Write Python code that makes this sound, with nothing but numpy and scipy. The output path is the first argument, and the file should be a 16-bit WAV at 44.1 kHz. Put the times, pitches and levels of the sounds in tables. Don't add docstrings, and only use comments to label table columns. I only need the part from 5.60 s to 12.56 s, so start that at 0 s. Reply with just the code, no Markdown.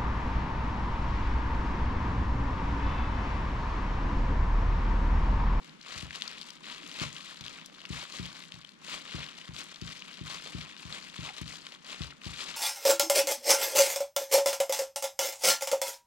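import sys
import numpy as np
from scipy import signal
from scipy.fft import rfft, irfft, next_fast_len
from scipy.io import wavfile

SR = 44100
rng = np.random.default_rng(int(sys.argv[2]) if len(sys.argv) > 2 else 0)


def generate_wav(sig):
    pcm = np.round(np.clip(np.atleast_2d(sig).T, -1, 1) * 32767).astype(np.int16)
    wavfile.write(sys.argv[1], SR, pcm)


N = 306936
TIME = np.arange(N) / SR
SIZE = next_fast_len(N + SR, real=True)
FREQ = np.maximum(np.arange(SIZE // 2 + 1) * SR / SIZE, 1)

# frequency in Hz, relative spectrum level in dB.
ROOM_SPECTRUM = [(25, -21), (95, -19), (125, -15.5), (160, 2), (220, -1), (300, -4), (400, -12.5),
                 (750, -18.5), (1100, -12.5), (3000, -16.5), (8000, -30), (15000, -57)]
# middle in seconds, level in dB, half length (to 1/e) in seconds.
ROLL_DRAGS = [(1.264, -57, 0.084), (3.362, -61.5, 0.04)]
# start in seconds, peak level in dB, starting pitch in Hz,
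# cycles of ring (to 1/e).
RICE_SQUELCHES = [(1.709, -45, 1760, 4.2), (5.6895, -41.5, 870, 3.5), (5.6905, -30, 2280, 2.3),
                  (5.701, -44, 804, 5.2), (5.908, -39, 2110, 3.6), (6.52, -43, 2100, 3),
                  (6.525, -45, 1430, 2.8)]
# frequency in Hz, free decay by 60 dB in seconds,
# relative level in dB, left minus right in dB.
BOARD_MODES = [(64.4, 0.36, -3.5, 5), (82.3, 0.31, -10.5, 14.5), (113, 0.24, -7.5, 6.5), (138.5, 1, -16, 7),
               (160.8, 0.53, -10.5, 3), (201.4, 0.47, -29, -11), (233.6, 0.58, -21, 2),
               (269.3, 0.44, -28, 16), (289, 1, -21, 3), (320, 0.051, -7, 14), (352.5, 0.094, -11, -8)]
# start in seconds, relative peak level in dB,
# extra weight of the deepest modes in dB.
BOARD_PRESSES = [(0.358, -44, 6.5), (0.4287, -36.5, 4.5), (1.4138, -31.5, -5.5), (1.808, -45.5, -1),
                 (2.3032, -32, 2.5), (2.596, -32.5, -1), (2.9388, -47.5, -5), (3.5453, -32.5, 1),
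                 (3.8897, -39, 0), (4.22, -34.5, -2), (4.6107, -35.5, -4), (4.9479, -32, 0),
                 (5.2518, -40.5, 0), (5.5884, -35.5, -4), (5.8138, -34, 0), (6.406, -32, 6),
                 (6.6627, -34.5, 5)]
DEEP_BELOW_HZ = 100
FIRM_DB, CONTACT_HZ, CONTACT_HZ_PER_DB = -32, 252.5, 3.5
# start in seconds, relative level over 5 ms in dB, pitch in Hz,
# shiver relative to the first pop (ratio).
CREASE_SNAPS = [(0.213, -49, 3520, 1.3), (0.5074, -40.5, 2300, 3.2), (0.5579, -39.5, 4160, 0.89),
                (0.6213, -31, 3435, 0.3), (0.6786, -36.5, 4370, 1.04), (0.714, -44, 4090, 0.6),
                (0.8142, -40.5, 4260, 0.77), (0.905, -43, 4450, 0.91), (1.3151, -42.5, 3160, 1),
                (1.3981, -35.5, 3500, 1.9), (1.565, -41.5, 3100, 0.93), (1.8098, -43.5, 4700, 1.4),
                (1.864, -40, 3700, 0.9), (1.8818, -40, 3580, 0.69), (2.06, -45.5, 5496, 1.4),
                (2.2165, -47.5, 2948, 1.1), (2.2531, -39.5, 2700, 0.88), (2.6557, -41.5, 2896, 0.95),
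                (2.9211, -43.5, 3700, 0.77), (3.0146, -51, 3730, 1), (3.0482, -44.5, 3100, 1.3),
                (3.092, -49.5, 4080, 0.6), (3.3206, -51, 2500, 0.6), (3.5108, -45.5, 3500, 0.81),
                (3.642, -45, 3900, 0.45), (3.687, -43.5, 2750, 1.4), (3.9649, -41, 3420, 0.7),
                (4.04, -51, 8000, 1.5), (4.1596, -46.5, 3650, 1.1), (4.2155, -44.5, 4200, 0.65),
                (4.422, -41.5, 2800, 0.51), (4.572, -47, 3100, 0.7), (5.012, -40.5, 3040, 1.1),
                (5.1661, -46, 2880, 1), (5.326, -39, 3570, 0.85), (5.6447, -45, 2700, 1.2),
                (5.815, -49, 7500, 1.5), (5.8795, -43, 3920, 1), (6.0675, -40.5, 2830, 0.7),
                (6.1217, -45, 3060, 1.2), (6.4193, -39, 3100, 0.7), (6.4358, -40, 3460, 1.5),
                (6.7613, -46, 3520, 0.61)]
# fastest point in seconds, relative crinkle level in dB,
# rise in seconds, fall in seconds, treble in dB.
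HAND_STROKES = [(.05, -58.5, .1, .07, 4), (.32, -44.5, .06, 0.077, -1.5), (.4, -44.5, 0.068, .06, 2.5),
                (.57, -47, .07, .07, -1), (.68, -46, .07, .12, -2.5), (.86, -54, .1, .12, 4),
                (1.1, -44, .06, .1, -1.5), (1.34, -49, .15, .08, 0), (1.43, -38, .05, .045, 0),
                (1.55, -50, .1, .1, 1), (1.68, -48.5, .1, .09, 1), (1.94, -48.5, .17, .09, -2),
                (2.24, -53.5, .17, .08, -3), (2.34, -43.5, .04, .16, 1), (2.56, -47, .09, .08, 3.5),
                (2.66, -47, .05, .07, -1), (2.79, -53.5, .08, .1, 5), (2.95, -53, .04, .1, -2.5),
                (3.08, -60, .05, .05, 2), (3.335, -41, .075, .065, 1), (3.57, -43.5, .14, .1, -3),
                (3.791, -50, .08, .11, 0.5), (4.0, -42.5, .05, .035, 3), (4.1, -51, .08, .1, 1.5),
                (4.29, -47.5, .07, .12, 1.5), (4.52, -51, .13, .15, -0.5), (4.73, -44, .08, .07, 1.5),
                (4.86, -46, .035, .08, 1.5), (5.019, -47.5, .1, .14, -1.5), (5.24, -52.5, .08, .07, 5),
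                (5.345, -42, .05, .06, 0.5), (5.45, -50, .06, .12, 0.5), (5.68, -44, .12, .04, -1.5),
                (5.78, -48.5, .05, .08, 0.5), (5.919, -48, .07, .08, 3), (6.09, -51.5, .11, .08, 2),
                (6.315, -41.5, .05, .06, -0.5), (6.43, -45.5, .04, .07, 0), (6.68, -46, .045, 0.1, 2),
                (6.81, -42, .045, 0.041, 5), (6.922, -44, 0.095, 0.079, -0.5)]
HOLD_DB = -65.5
STROKE_EDGE_DB, ROUNDNESS, TIGHTEN_DB = 8.5, 1.55, 1
# frequency in Hz, relative spectrum level in dB.
FILM_SPECTRUM = [(120, -17), (280, -9.5), (500, -8.5), (850, -10), (1080, -2.5), (1500, -5.5), (2100, -3),
                 (3300, -1), (4300, -3.5), (5900, -11.5), (7700, -12.5), (9300, -20), (12500, -34.5),
                 (15500, -49)]
# frequency in Hz, left minus right in dB.
PORT_LEVEL_DIFFERENCE = [(60, 5.5), (120, -1), (165, -3), (220, 2), (350, -3), (550, -4), (850, -2.5),
                         (1150, 1), (2400, 5), (3500, 8), (5000, 13.5), (7500, 16), (9500, 15),
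                         (13000, 10.5)]
# frequency in Hz, lead of the left in radians.
PORT_PHASE_LEAD = [(30, 3.5), (100, -1), (200, -1.4), (430, -1.5), (4000, -1.3), (8000, -1.36), (14000, -3)]
TOP_HZ = 15700


def undb(db):
    return 10 ** (np.asarray(db) / 20)


def unit(x):
    return x / np.sqrt(np.mean(x ** 2))


def over_freq(points):
    hz, value = np.transpose(points)
    return np.interp(np.log(FREQ), np.log(hz), value)


def causal(db):
    cepstrum = irfft(db * np.log(10) / 20, SIZE)
    cepstrum[1:SIZE // 2] *= 2
    cepstrum[SIZE // 2 + 1:] = 0
    return np.exp(rfft(cepstrum))


def filtered(x, response):
    return irfft(rfft(x, SIZE) * response, SIZE)[..., :N]


def butter(x, hz, kind, order):
    sections = signal.butter(order, min(hz, SR / 2 - 1), kind, fs=SR, output="sos")
    return signal.sosfilt(sections, x)


def add(out, s, sound):
    start = max(int(s * SR), 0)
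    part = out[..., start:start + sound.shape[-1]]
    part += sound[..., :part.shape[-1]]


def walk(rate):
    steps = rng.standard_normal(2 ** 13)
    return unit(np.interp(TIME * rate, np.arange(len(steps)), steps))


def diffuse(alike_hz):
    mid, side = rng.standard_normal((2, N))
    apart = FREQ / np.hypot(FREQ, alike_hz)
    common = filtered(mid, np.sqrt(1 - apart ** 2 / 2))
    opposed = filtered(side, apart / np.sqrt(2))
    return common + np.array([[1], [-1]]) * opposed


def room_noise(level_db=-59.0, waver_db=2.0):
    drone = unit(filtered(diffuse(alike_hz=506), undb(over_freq(ROOM_SPECTRUM))))
    return drone * undb(level_db + waver_db * walk(7.7))


def kitchen(x, room_db=-13, dull_hz=8000):
    t60_s, first_s = .38, .0065
    tail = diffuse(alike_hz=2470) * np.exp(-np.log(1000) * TIME / t60_s) * (TIME > first_s)
    tail = butter(tail / np.linalg.norm(tail[0]), dull_hz, "low", order=1)
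    return x + undb(room_db) * filtered(x, rfft(tail, SIZE))


def drags(hz=290, width_hz=160):
    level = sum(undb(db) * np.exp(-((TIME - s) / half_s) ** 2) for s, db, half_s in ROLL_DRAGS)
    band = 1 / (1 + (2 * (FREQ - hz) / width_hz) ** 2)
    return level * unit(filtered(rng.standard_normal(N), band))


def squelches(glide=-0.029):
    out, t = np.zeros(N), TIME[:2 ** 11]
    for s, db, hz, cycles in RICE_SQUELCHES:
        age = t * hz / cycles
        swell = 2 * age * np.exp(1 - 2 * age)
        phase = 2 * np.pi * np.cumsum(hz * np.exp(glide * age)) / SR
        add(out, s, undb(db) * swell * np.sin(phase))
    return out


def board(radiate_hz=122, lowest_hz=42, hold_s=0.11, level_db=2.5, vary_db=-0.5, detune=0.03):
    out, t = np.zeros((2, N)), TIME[:SR // 2]
    hz, t60, mode_db, lean_db = np.transpose(BOARD_MODES)[:, :, None]
    toward_ports = undb(np.array([[1], [-1]]) * lean_db.T / 2)
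    for s, db, deep_db in BOARD_PRESSES:
        contact_hz = CONTACT_HZ + CONTACT_HZ_PER_DB * (db - FIRM_DB)
        weight, stretch = rng.standard_normal((2, len(BOARD_MODES), 1))
        gain = undb(mode_db + vary_db * weight + deep_db * (hz < DEEP_BELOW_HZ))
        decay = np.exp(-np.log(1000) * t / t60)
        ring = np.cos(2 * np.pi * hz * (1 + detune * stretch) * t)
        thump = -toward_ports @ (gain * decay * ring)
        thump = butter(thump * np.exp(-(t / hold_s) ** 2), contact_hz, "low", order=4)
        thump = butter(thump, radiate_hz, "high", order=2)
        thump = butter(thump, lowest_hz, "high", order=2)
        peak = np.abs(thump.mean(axis=0)).max()
        add(out, s, undb(db + level_db) * thump / peak)
    return out


def shadowed(straight, bounced):
    share = 1 / np.sqrt(1 + (FREQ / 4800) ** 3)
    right = filtered(straight, share) + filtered(bounced, np.sqrt(1 - share ** 2))
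    return np.array([straight, right])


def buckle(hz, cycles, scatter, scatter_s):
    t = TIME[:2 ** 10]
    ring = np.exp(-t * hz / cycles) * np.cos(2 * np.pi * hz * t)
    noises = rng.standard_normal((2, len(t))) * np.exp(-t / scatter_s)
    shiver, bounced = (unit(np.convolve(ring, noise)[:len(t)]) for noise in noises)
    straight = unit(unit(ring) + scatter * shiver)
    return np.array([straight, bounced]) / np.sqrt(len(t))


def snap(hz, shiver, low_hz=1400, brightness=1.62):
    pop = buckle(hz, cycles=1.0, scatter=shiver, scatter_s=0.002)
    pop = butter(pop, low_hz, "high", order=1)
    pop = butter(pop, brightness * hz, "low", order=2)
    return pop * np.sqrt(.005 * SR) / np.linalg.norm(pop[0])


def small_snaps(effort_db, level_db=-50, vary_db=0.2, centre_hz=3700, vary_octaves=.35, count=70):
    out = np.zeros((2, N))
    follow, shiver = .35, .8
    moving = np.flatnonzero(effort_db > HOLD_DB + 9)
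    levels_db = level_db + follow * (effort_db - np.median(effort_db))
    for when, (loudness, pitch) in zip(rng.random(count), rng.standard_normal((count, 2))):
        i = moving[int(when * len(moving))]
        hz = centre_hz * 2 ** (vary_octaves * pitch)
        add(out, i / SR, undb(levels_db[i] + vary_db * loudness) * snap(hz, shiver))
    return out


def snaps(level_db=-0.5):
    out = np.zeros((2, N))
    for s, db, hz, shiver in CREASE_SNAPS:
        add(out, s, undb(db + level_db) * snap(hz, shiver))
    return out


def hands():
    power, bright = np.full(N, undb(HOLD_DB) ** 2), np.zeros(N)
    for s, db, rise_s, fall_s, treble_db in HAND_STROKES:
        progress = (TIME - s) / np.where(TIME < s, rise_s, fall_s)
        near = np.abs(progress) < 4
        progress = progress[near]
        stroke = undb(db - STROKE_EDGE_DB * np.abs(progress) ** ROUNDNESS) ** 2
        power[near] += stroke
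        bright[near] += (treble_db - TIGHTEN_DB * progress) * stroke
    return 10 * np.log10(power), bright / power


def crinkle(effort_db, treble_db, per_s=1300, crowding=1.15, spread_db=3.5, biggest=3.45,
            flicker_db=1.5, grip_db=0.7, rub=0.3, treble_hz=5000, level_db=0.61, count=24):
    rate = per_s * undb(crowding * (effort_db - np.median(effort_db))) / count
    pops, power = 0, 0
    for hz in np.geomspace(800, 11000, count):
        hits = np.flatnonzero(rng.random(N) < rate / SR)
        size_chance, sign_chance = rng.random((2, len(hits)))
        size_db = spread_db * np.minimum(-np.log(1 - size_chance), biggest)
        train = np.zeros(N)
        train[hits] = undb(size_db) * np.sign(sign_chance - .5) / np.sqrt(rate[hits])
        fold = rfft(buckle(hz, cycles=0.76, scatter=0.95, scatter_s=0.0027), SIZE)
        pops = pops + rfft(unit(train), SIZE) * fold
        power = power + np.abs(fold) ** 2
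    pops = irfft(pops / np.sqrt(power), SIZE)[:, :N]
    hiss = rub * rng.standard_normal((2, N))
    film = filtered(unit(pops) + hiss, causal(over_freq(FILM_SPECTRUM)))
    flurries_db = flicker_db * walk(130) + grip_db * walk(30)
    film = unit(film * undb(flurries_db)) * undb(effort_db + level_db)
    treble = filtered(film, 1 / (1 + (treble_hz / FREQ) ** 4))
    return film + treble * (undb(treble_db) - 1)


def scene():
    effort_db, treble_db = hands()
    film = crinkle(effort_db, treble_db) + snaps() + small_snaps(effort_db)
    gloves = shadowed(*film)
    return kitchen(gloves + squelches() + drags()) + board() + room_noise()


def record(dry, notch_hz=8350, notch_width_hz=330, notch_db=-7):
    ratio = undb(over_freq(PORT_LEVEL_DIFFERENCE)) * np.exp(1j * over_freq(PORT_PHASE_LEAD))
    housing = causal(notch_db * np.exp(-((FREQ - notch_hz) / notch_width_hz) ** 2))
    ports = np.array([2 * ratio / (1 + ratio), 2 / (1 + ratio)])
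    heard = filtered(dry, housing * ports)
    return signal.sosfilt(signal.ellip(10, .1, 80, TOP_HZ, fs=SR, output="sos"), heard)


dry = scene()
out = record(dry)
generate_wav(out)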